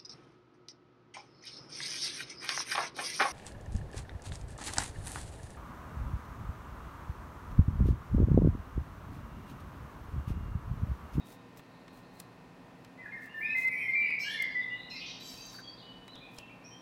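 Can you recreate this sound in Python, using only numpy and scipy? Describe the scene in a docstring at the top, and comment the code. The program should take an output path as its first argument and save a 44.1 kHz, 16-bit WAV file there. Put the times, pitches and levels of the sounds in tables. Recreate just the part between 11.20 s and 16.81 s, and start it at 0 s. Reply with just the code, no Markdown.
"""Cards swish and tick onto a pile close by, over a room's faint hum and a soft, distant twitter.
Then a songbird sings one phrase among echoing walls: low whistles and slurs, harsh rasps and trills,
and fainter chirps after them. Its membranes vibrate almost sinusoidally in a whistle and slap together
in a rasp; beak and throat filter the overtones. The cards sound by friction and by impact."""
import sys
import numpy as np
from scipy import signal
from scipy.fft import rfft, irfft, next_fast_len
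from scipy.io import wavfile
from scipy.ndimage import uniform_filter1d, map_coordinates

SR = 44100
rng = np.random.default_rng(int(sys.argv[2]) if len(sys.argv) > 2 else 0)


def transcribe(u):
    """Save the signal u as a 16-bit wav file named by the first command-line argument.

    u: samples, shape (n,) or (channels, n), limited to [-1, 1]; the rate is SR.
    q: integer samples, one column per channel.
    """
    v = np.clip(np.atleast_2d(u).T, -1, 1)
    q = np.round(v * 32767).astype(np.int16)
    wavfile.write(sys.argv[1], SR, q)


N = 247401
TOP_HZ = 15900
# Overtone strength through the song. Each row: time in seconds, level in dB before the beak's filter.
OVERTONE_LEVELS = [(1.9, -35), (2.15, -28), (2.22, -35.5), (2.35, -39), (2.53, -30), (2.76, -44),
                   (3.05, -32), (3.2, -60), (3.46, -48), (3.6, -31), (5.5, -42)]


def syrinx(length, start_hz, end_hz, flutter_share, overtone_db):
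    """Membrane tension sets pitch: a tone arches from start to end under frequency modulation."""
    t = np.arange(int(length * SR)) / SR
    progress = t / length
    arch = 0.2257 * abs(end_hz - start_hz) * (1 - (2 * progress - 1) ** 2)
    glide = start_hz + (end_hz - start_hz) * progress + arch
    centre_hz = (start_hz + end_hz) / 2
    flutter_hz = 85 * (centre_hz / 2070) ** 0.55 * (1 + 0.2346 * wobble(39.9, len(t)))
    flutter = np.sin(phase_of(flutter_hz) + rng.uniform(0, 2 * np.pi)) + 0.31 * wobble(304.8, len(t))
    pitch = glide * (1 + flutter_share * flutter)
    phase = phase_of(pitch)
    # Beak resonances that colour the overtones. Each row: frequency in Hz, gain in dB.
    beak = [(3300, -11), (4300, -13), (5300, -10.5), (7000, -27), (9000, -11.5), (10500, -20.5),
            (12300, -5.5), (13400, -32), (15000, -22), (16500, -43)]
    tone = np.sin(phase)
    for k in range(2, int(TOP_HZ / glide.max()) + 1):
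        partial_db = overtone_db + along(beak, k * np.abs(pitch)) + 7.4 * wobble(56, len(t))
        tone += amp(partial_db) * np.sin(k * phase)
    shimmer = amp(1.4 * wobble(60, len(t)))
    return tone * shimmer


def whistles(edge_s=0.014, ring_rise_s=0.039, ring_t60=0.52):
    """Steady oscillation holds one pitch; reverberation sustains it after the note stops."""
    # Each row: start in seconds, length in seconds, pitch in Hz, level in dB, ring in dB against the note.
    held_notes = [(2.138, 0.11, 1782, -41, -1), (2.343, 0.095, 2065, -29.5, -18),
                  (2.436, 0.062, 2071, -32, -27), (2.673, 0.05, 2110, -29, -18),
                  (2.744, 0.094, 2348, -28, -6), (3.193, 0.026, 2119, -30, -21),
                  (3.347, 0.075, 1991, -31, -27), (3.472, 0.044, 1990, -38, -19.5),
                  (3.517, 0.048, 1985, -41.5, -12)]
    track, t = np.zeros(N), np.arange(SR) / SR
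    for start, length, hz, db, ring_db in held_notes:
        overtone_db = np.interp(start, *np.transpose(OVERTONE_LEVELS))
        note = syrinx(length, hz, hz, flutter_share=0.003, overtone_db=overtone_db)
        heave = amp(2.5 * wobble(11, len(note)))
        note *= heave * swell(t[:len(note)], length, edge_s, edge_s)
        add(track, start, amp(db) * wall_echo(note, direct_db=5, build_s=0.0022))
        ring = np.sqrt(2) * np.sin(2 * np.pi * hz * t + 0.4 * wobble(11, SR))
        ring *= 1 - np.exp(-t / ring_rise_s)
        add(track, start + length, amp(db + ring_db - 60 * t / ring_t60) * ring)
    return track


def slurs():
    """Changing tension slides the pitch of each note; thin high tones sound with some of them."""
    # Each row: start and length in seconds, first and last pitch in Hz, level in dB,
    # flutter as a share of the pitch.
    glides = [(-.03, 0.1, 3804, 3610, -65, 0.033), (1.77, 0.072, 2026, 2024, -49.5, 0.005),
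              (1.805, 0.063, 1960, 1658, -50.5, 0.026), (1.785, 0.076, 2290, 2500, -66, 0.011),
              (1.855, 0.015, 1700, 1710, -46, .01), (1.845, 0.038, 1480, 1440, -62, 0.018),
              (1.86, 0.041, 1920, 1830, -55, .025), (1.895, 0.031, 2430, 2400, -63, 0.013),
              (1.917, 0.023, 2134, 2070, -43, 0.016), (1.925, 0.085, 1890, 1706, -46.5, 0.027),
              (2.14, 0.095, 1718, 1758, -47, 0.029), (2.08, 0.061, 2685, 2840, -58, .015),
              (2.202, 0.03, 2050, 2120, -45, .012), (2.204, 0.085, 2170, 2545, -33, 0.012),
              (2.225, 0.1, 3110, 3970, -59.5, 0.018), (2.24, 0.079, 4940, 5240, -66.5, 0.017),
              (2.03, 0.068, 2640, 2670, -67, .008), (2.282, 0.055, 2458, 2565, -34, 0.0044),
              (2.475, 0.12, 2266, 2290, -38, 0.014), (2.505, 0.066, 2007, 1995, -39.5, 0.012),
              (2.508, 0.048, 2506, 2450, -44.5, 0.019), (2.54, 0.13, 3025, 3116, -56.5, 0.024),
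              (2.568, 0.065, 2314, 2483, -38, 0.025), (2.595, 0.076, 2030, 2140, -36.5, 0.036),
              (2.715, 0.054, 2162, 2062, -35.5, 0.028), (2.765, 0.13, 2027, 1992, -40, 0.025),
              (2.47, 0.17, 9400, 8630, -67, 0.018), (2.48, 0.2, 11500, 11060, -69.5, 0.013),
              (2.49, 0.35, 11780, 11600, -74, 0.0066), (2.49, .16, 15400, 15000, -73.5, .01),
              (2.15, 0.099, 15050, 14900, -72, .006), (2.49, 0.2, 5710, 5350, -66.5, 0.032),
              (2.825, 0.13, 2262, 2308, -31.5, 0.023), (2.865, 0.074, 2538, 2455, -37.5, .007),
              (2.85, 0.067, 4790, 4810, -61.5, .005), (3.015, 0.095, 2748, 2868, -43, 0.019),
              (2.998, 0.037, 5330, 5130, -47, 0.029), (3.005, 0.078, 4100, 4450, -50, 0.044),
              (3.1, 0.05, 10800, 10500, -61.5, 0.037), (3.036, .12, 1538, 1807, -38.5, 0.021),
              (3.03, 0.092, 3020, 3194, -42.5, 0.021), (3.085, 0.11, 4170, 4160, -53, .004),
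              (3.095, 0.063, 3354, 3470, -45, 0.0055), (3.09, 0.055, 5500, 5500, -54.5, 0.02),
              (3.19, 0.13, 4800, 4825, -59.5, 0.0037), (3.163, 0.069, 2122, 2063, -35.5, 0.021),
              (3.228, 0.044, 2044, 2048, -35, 0.0094), (3.49, 0.09, 2780, 2894, -49, 0.02),
              (3.545, 0.11, 3670, 3886, -52.5, 0.041), (3.695, 0.052, 4160, 4040, -48, 0.011),
              (3.685, 0.11, 5160, 5175, -54, 0.011), (3.695, 0.095, 2624, 2497, -48, 0.059),
              (3.738, 0.041, 2170, 2070, -49.5, 0.018), (3.752, 0.045, 4610, 4600, -51.5, 0.019),
              (3.8, 0.063, 2542, 2446, -48, 0.022), (3.81, 0.042, 2880, 2710, -52, .02),
              (3.875, 0.035, 3860, 3760, -57, 0.047), (4.01, 0.1, 7650, 7650, -63, 0.005),
              (4.01, 0.101, 4605, 4730, -52, 0.0061), (4.09, 0.19, 4650, 4690, -53, 0.007),
              (4.16, 0.059, 2440, 2680, -58.5, .02), (4.18, 0.11, 6270, 6200, -55, 0.017),
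              (4.17, 0.2, 7430, 7050, -69, .012), (4.325, 0.08, 4556, 4624, -50.5, 0.012),
              (4.45, 0.089, 4536, 4590, -50, 0.011), (4.48, 0.07, 4600, 4900, -59, 0.0097),
              (4.427, 0.077, 3234, 3330, -51, 0.01), (4.6, 0.15, 2928, 2982, -53, 0.01),
              (4.8, .11, 2957, 2977, -63, 0.0065), (4.874, 0.071, 3770, 4050, -55.5, .008),
              (4.934, 0.037, 3880, 3060, -54.5, 0.035), (4.992, 0.11, 2356, 2500, -55, 0.024),
              (5.16, 0.046, 3330, 2790, -60.5, 0.011), (5.19, 0.047, 2723, 2646, -54.5, 0.0067),
              (5.29, 0.03, 2234, 2510, -58.5, 0.029), (5.399, 0.073, 2200, 2520, -59, .012),
              (5.434, 0.062, 5390, 5740, -56.5, 0.026), (5.498, 0.09, 3050, 3190, -57, 0.0058)]
    return sing(glides, direct_db=-0.5, build_s=0.0018)


def rasps(jitter_rate=700, sink_octaves_per_s=0.44, air_db=-8):
    """Source and filter: membranes slap at an uneven rate, and the throat shapes their harmonics."""
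    # Each row: start and length in seconds, first and last pitch in Hz, level in dB,
    # jitter as a share of the pitch, treble sizzle in dB.
    harsh_notes = [(2.986, 0.084, 791.8, 788, -50, 0.013, -0.5), (3.052, 0.093, 774, 770, -53.5, 0.026, 2),
                   (3.691, 0.095, 1360, 1320, -50.5, 0.014, -10), (3.854, 0.08, 645.4, 631, -47, 0.02, -26),
                   (3.994, 0.139, 792, 770.6, -49.5, 0.015, 0), (4.127, 0.23, 798, 771, -53.5, 0.03, 1.5)]
    # Throat resonances. Each row: frequency in Hz, gain in dB.
    throat = [(1500, -22), (2400, 0), (3200, 5), (4000, 9), (5400, 6), (6300, 6.5), (7000, -4),
              (7900, -0.5), (8700, -18), (9500, -27), (10800, -14), (12000, 1), (13000, -20),
              (13900, -12.5), (15500, -15.5)]
    # Crossover into the sizzle: lower and upper edge in Hz.
    sizzle_band = [5850, 7000]
    track = np.zeros(N)
    for start, length, start_hz, end_hz, db, jitter, sizzle_db in harsh_notes:
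        t = np.arange(int(length * SR)) / SR
        pitch = np.linspace(start_hz, end_hz, len(t)) * (1 + jitter * wobble(jitter_rate, len(t)))
        phase = phase_of(pitch)
        sink = 2 ** (sink_octaves_per_s * (t - length / 2))  # the resonances fall during the note
        buzz = np.zeros(len(t))
        for k in range(1, int(TOP_HZ / start_hz)):
            hz = k * start_hz
            partial_db = along(throat, hz * sink) + np.interp(hz, sizzle_band, [0, sizzle_db])
            buzz += amp(partial_db + 5 * wobble(37.5, len(t))) * np.sin(k * phase)
        colour = [(hz, gain + np.interp(hz, sizzle_band, [0, sizzle_db])) for hz, gain in throat]
        air = unit(noise(colour, len(t)) * (1 + np.cos(phase)))  # one turbulent puff per slap
        note = (unit(buzz) + amp(air_db) * air) * swell(t, length, attack_s=0.014, release_s=0.021)
        add(track, start, amp(db) * wall_echo(note, direct_db=0, build_s=0.011))
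    return track


def trills():
    """Fast, wide frequency modulation spreads a note into buzzy sidebands; higher notes shake wider."""
    # Each row: start in seconds, length in seconds, centre pitch in Hz, level in dB.
    shaken_notes = [(2.66, 0.24, 4320, -61.5), (2.803, 0.079, 2600, -45.5), (3.747, 0.065, 4960, -55),
                    (3.788, 0.076, 3380, -49.5)]
    notes = [(start, length, hz, hz, db, 0.12 * hz / 3860) for start, length, hz, db in shaken_notes]
    return sing(notes, direct_db=2, build_s=0.026)


def twitter(spacing_s=0.15, length_s=0.052, flutter_share=0.057):
    """Faint frequency-modulated chirps, loosely spaced, each glide between two chance pitches."""
    # Each row: start and end in seconds, lowest and highest pitch in Hz, level in dB.
    bouts = [(0.36, 1.1, 3870, 4220, -72.5), (3.425, 3.5, 3580, 3790, -58.5),
             (4.561, 4.62, 3670, 3950, -60.5)]
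    notes = []
    for start, end, low_hz, high_hz, db in bouts:
        for beat in np.arange(start, end, spacing_s):
            glide = rng.uniform(low_hz, high_hz, 2)
            onset = beat + 0.015 * rng.normal()
            notes.append((onset, length_s, *glide, db + 2 * rng.normal(), flutter_share))
    return sing(notes, direct_db=-3, build_s=0.0044)


def sing(notes, direct_db, build_s):
    """Each gliding oscillation swells, stops quickly and is reflected by the walls."""
    track = np.zeros(N)
    for start, length, start_hz, end_hz, db, flutter_share in notes:
        overtone_db = np.interp(start, *np.transpose(OVERTONE_LEVELS))
        note = syrinx(length, start_hz, end_hz, flutter_share, overtone_db)
        note *= swell(np.arange(len(note)) / SR, length, attack_s=0.33 * length, release_s=0.0058)
        add(track, start, amp(db) * wall_echo(note, direct_db, build_s))
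    return track


def swell(t, length, attack_s, release_s):
    """The amplitude envelope of a valve that opens and closes smoothly."""
    opening = np.clip(np.minimum(t / attack_s, (length - t) / release_s), 0, 1)
    return np.sin(np.pi / 2 * opening) ** 2


def wall_echo(note, direct_db, build_s):
    """Reverberation follows the direct sound, its treble dying sooner. The loudest moment has rms 1."""
    # Decay between the walls. Each row: frequency in Hz, time to fall 60 dB in seconds.
    decay_times = [(1500, 1), (2400, 0.63), (3400, 0.93), (5000, 0.74), (8000, 0.5), (12000, 0.38)]
    hz, t, spectra = signal.stft(rng.standard_normal(SR), SR, nperseg=256)
    decay = amp(-60 * t / along(decay_times, hz)[:, None])
    response = signal.istft(spectra * decay, SR, nperseg=256)[1][:SR]
    response *= 1 - np.exp(-np.arange(SR) / SR / build_s)
    response /= np.linalg.norm(response)
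    response[0] = amp(direct_db)
    heard = signal.fftconvolve(note, response)
    return heard / np.sqrt(uniform_filter1d(heard ** 2, size=1300).max())


def card_ticks(attack_s=0.00095, snap_t60=0.012, knock_t60=0.034, room_t60=0.18):
    """Damped impact: a card's edge snaps and knocks the pile; the room answers faintly."""
    # Each row: time in seconds, snap level in dB, snap tilt in dB per octave, knock level in dB.
    impacts = [(0.375, -62, -5.5, -65), (0.395, -49.5, -8.5, -52), (0.681, -52, -5, -48.5),
               (1.0015, -38, 4.5, -50.5), (1.6484, -53.5, -0.5, -53), (2.4767, -52, 7, -57),
               (2.484, -49.5, -0.5, -55), (2.906, -56, -2, -51), (3.2238, -38.5, 7.5, -56),
               (4.122, -52.5, -2, -72), (4.142, -41, -4.5, -71), (4.2665, -48.5, 32, -70),
               (4.8805, -52, -0.5, -47.5), (4.956, -47, -5, -52), (5.1865, -38.5, -3, -55)]
    # Spectra of the snapping edge and the knocked pile. 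Each row: frequency in Hz, relative level in dB.
    snap_spectrum = [(80, -7.5), (250, 6.5), (1500, -13), (2200, -4), (2700, 8), (3400, 2), (4200, 13.5),
                     (4600, 7.5), (5100, 11.5), (6200, 6), (8000, 5.5), (12000, -0.5), (15500, -4)]
    pile_spectrum = [(60, -10), (160, -12), (600, 12), (1500, 13), (4000, 4.5), (9000, -65)]
    track, t = np.zeros(N), np.arange(-SR // 50, SR // 4) / SR
    after = np.maximum(t, 0)
    rise = np.exp(np.minimum(t, 0) / attack_s)
    hiss = amp(-24) * np.exp(-np.abs(t) / 0.015)  # a soft hiss swells into each snap and fades after it
    room_tail = amp(-33 - 60 * after / room_t60)
    snap_envelope = rise * (amp(-60 * after / snap_t60) + room_tail) + hiss
    for time, snap_db, tilt, knock_db in impacts:
        colour = [(hz, db + tilt * np.log2(hz)) for hz, db in snap_spectrum]
        snap = noise(colour, len(t)) * snap_envelope
        knock = noise(pile_spectrum, len(t)) * rise * amp(-60 * after / knock_t60)
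        add(track, time + t[0], amp(snap_db) * snap + amp(knock_db) * knock)
    return track


def card_slides(grain_db=3, catches_per_s=230, catch_decay_s=0.0004, crackle_db=-15.5):
    """Sliding friction of card on card gives a swish, with crackles where the paper's fibres catch."""
    # Each row: start in seconds, length in seconds, level in dB.
    strokes = [(0.035, 0.14, -60.5), (0.359, 0.051, -59.5), (0.711, 0.12, -68), (0.916, 0.094, -70),
               (1.999, 0.091, -64.5), (2.352, 0.12, -54), (4.053, 0.21, -60.5), (4.252, 0.038, -64.5),
               (4.292, 0.094, -59.5), (4.372, 0.044, -63), (5.095, 0.14, -66.5)]
    # Spectrum of rubbing paper. Each row: frequency in Hz, relative level in dB.
    swish = [(300, -37), (2000, 1.5), (4000, 1), (7500, 0.5), (11000, -1), (15500, 0)]
    track = np.zeros(N)
    for start, length, db in strokes:
        size = int(length * SR)
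        rub = unit(noise(swish, size) * amp(grain_db * wobble(420, size)))
        catches = (rng.random(size) < catches_per_s / SR) * rng.uniform(0.2, 1, size)
        bursts = signal.lfilter([1], [1, -np.exp(-1 / (catch_decay_s * SR))], catches)
        crackle = unit(noise(swish, size) * bursts)
        envelope = np.sin(np.linspace(0, np.pi, size))
        add(track, start, amp(db) * (rub + amp(crackle_db) * crackle) * envelope)
    return track


def card_flicks(hz=1520, rise_s=0.0041, t60=0.089):
    """Damped resonance: a card catches twice as it leaves the deck and rings briefly and hollowly."""
    # Each row: start in seconds, level in dB.
    catches = [(4.341, -50), (4.384, -43.5)]
    track, t = np.zeros(N), np.arange(SR // 8) / SR
    for start, db in catches:
        ring = noise([(hz / 2, -30), (hz, 0), (hz * 2, -50)], len(t))
        add(track, start, amp(db - 60 * t / t60) * ring * (1 - np.exp(-t / rise_s)))
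    return track


def room(waver_hz=2.75, air_db=-55.5):
    """An appliance's slightly unsteady line spectrum stands on the broadband noise of the air."""
    # Partials of the hum. Each row: frequency in Hz, level in dB.
    hum_lines = [(120, -69), (179, -64.5), (259, -65.5), (474, -70), (888, -85.5), (969, -74), (1037, -71),
                 (1825, -72.5), (2487, -77), (2649, -78.5)]
    # Air noise. Each row: frequency in Hz, relative spectral density in dB.
    air_spectrum = [(22, -40.5), (36, -6.5), (86, -14), (113, -2), (235, -3.5), (261, -1), (400, -8.5),
                    (812, -8.5), (1360, -15), (1820, -19), (1980, -18), (2520, -22), (3130, -25),
                    (4100, -26.5), (7220, -36.5), (15800, -44)]
    hum = np.zeros(N)
    for hz, db in hum_lines:
        level = amp(db + 0.24 * wobble(12, N))
        hum += level * np.sqrt(2) * np.sin(phase_of(hz + waver_hz * wobble(20, N)))
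    return amp(air_db) * noise(air_spectrum, N) + hum


def amp(db):
    """Decibels to gain."""
    return 10 ** (np.asarray(db) / 20)


def unit(x):
    """Scale to rms 1."""
    return x / np.sqrt(np.mean(x ** 2) + 1e-20)


def phase_of(hz):
    """Phase in radians is the running integral of frequency."""
    return 2 * np.pi * np.cumsum(hz) / SR


def along(points, hz):
    """Interpolate (Hz, value) points on a logarithmic frequency axis."""
    frequencies, values = np.transpose(points)
    return np.interp(np.log(hz + 1), np.log(frequencies + 1), values)


def wobble(rate, size):
    """A smooth random curve with rate knots a second."""
    knots = rng.standard_normal(int(size * rate / SR) + 4)
    return map_coordinates(knots, [np.arange(size) * rate / SR])


def noise(spectrum, size):
    """White noise filtered to a (Hz, dB) spectrum, with rms near 1."""
    padded = next_fast_len(size + 2048)
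    gain = amp(along(spectrum, np.fft.rfftfreq(padded, 1 / SR)))
    return unit(irfft(rfft(rng.standard_normal(padded)) * gain, padded))[:size]


def add(track, start, sound):
    """Superpose a sound on the track from start, in seconds."""
    i = round(start * SR)
    part = sound[max(0, -i):len(track) - i]
    track[max(0, i):][:len(part)] += part


def scene():
    """Superposition in one channel: the bird outside, the cards and the room close by."""
    background = room()
    cards = card_ticks() + card_slides() + card_flicks()
    bird = rasps() + whistles() + slurs() + trills() + twitter()
    return (bird + cards + background)[None]


def record(dry):
    """An ideal low-pass filter removes everything above the band limit."""
    padded = next_fast_len(N + SR // 2)
    passband = np.fft.rfftfreq(padded, 1 / SR) < TOP_HZ
    return irfft(rfft(dry, padded) * passband, padded)[..., :N]


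dry = scene()
out = record(dry)
transcribe(out)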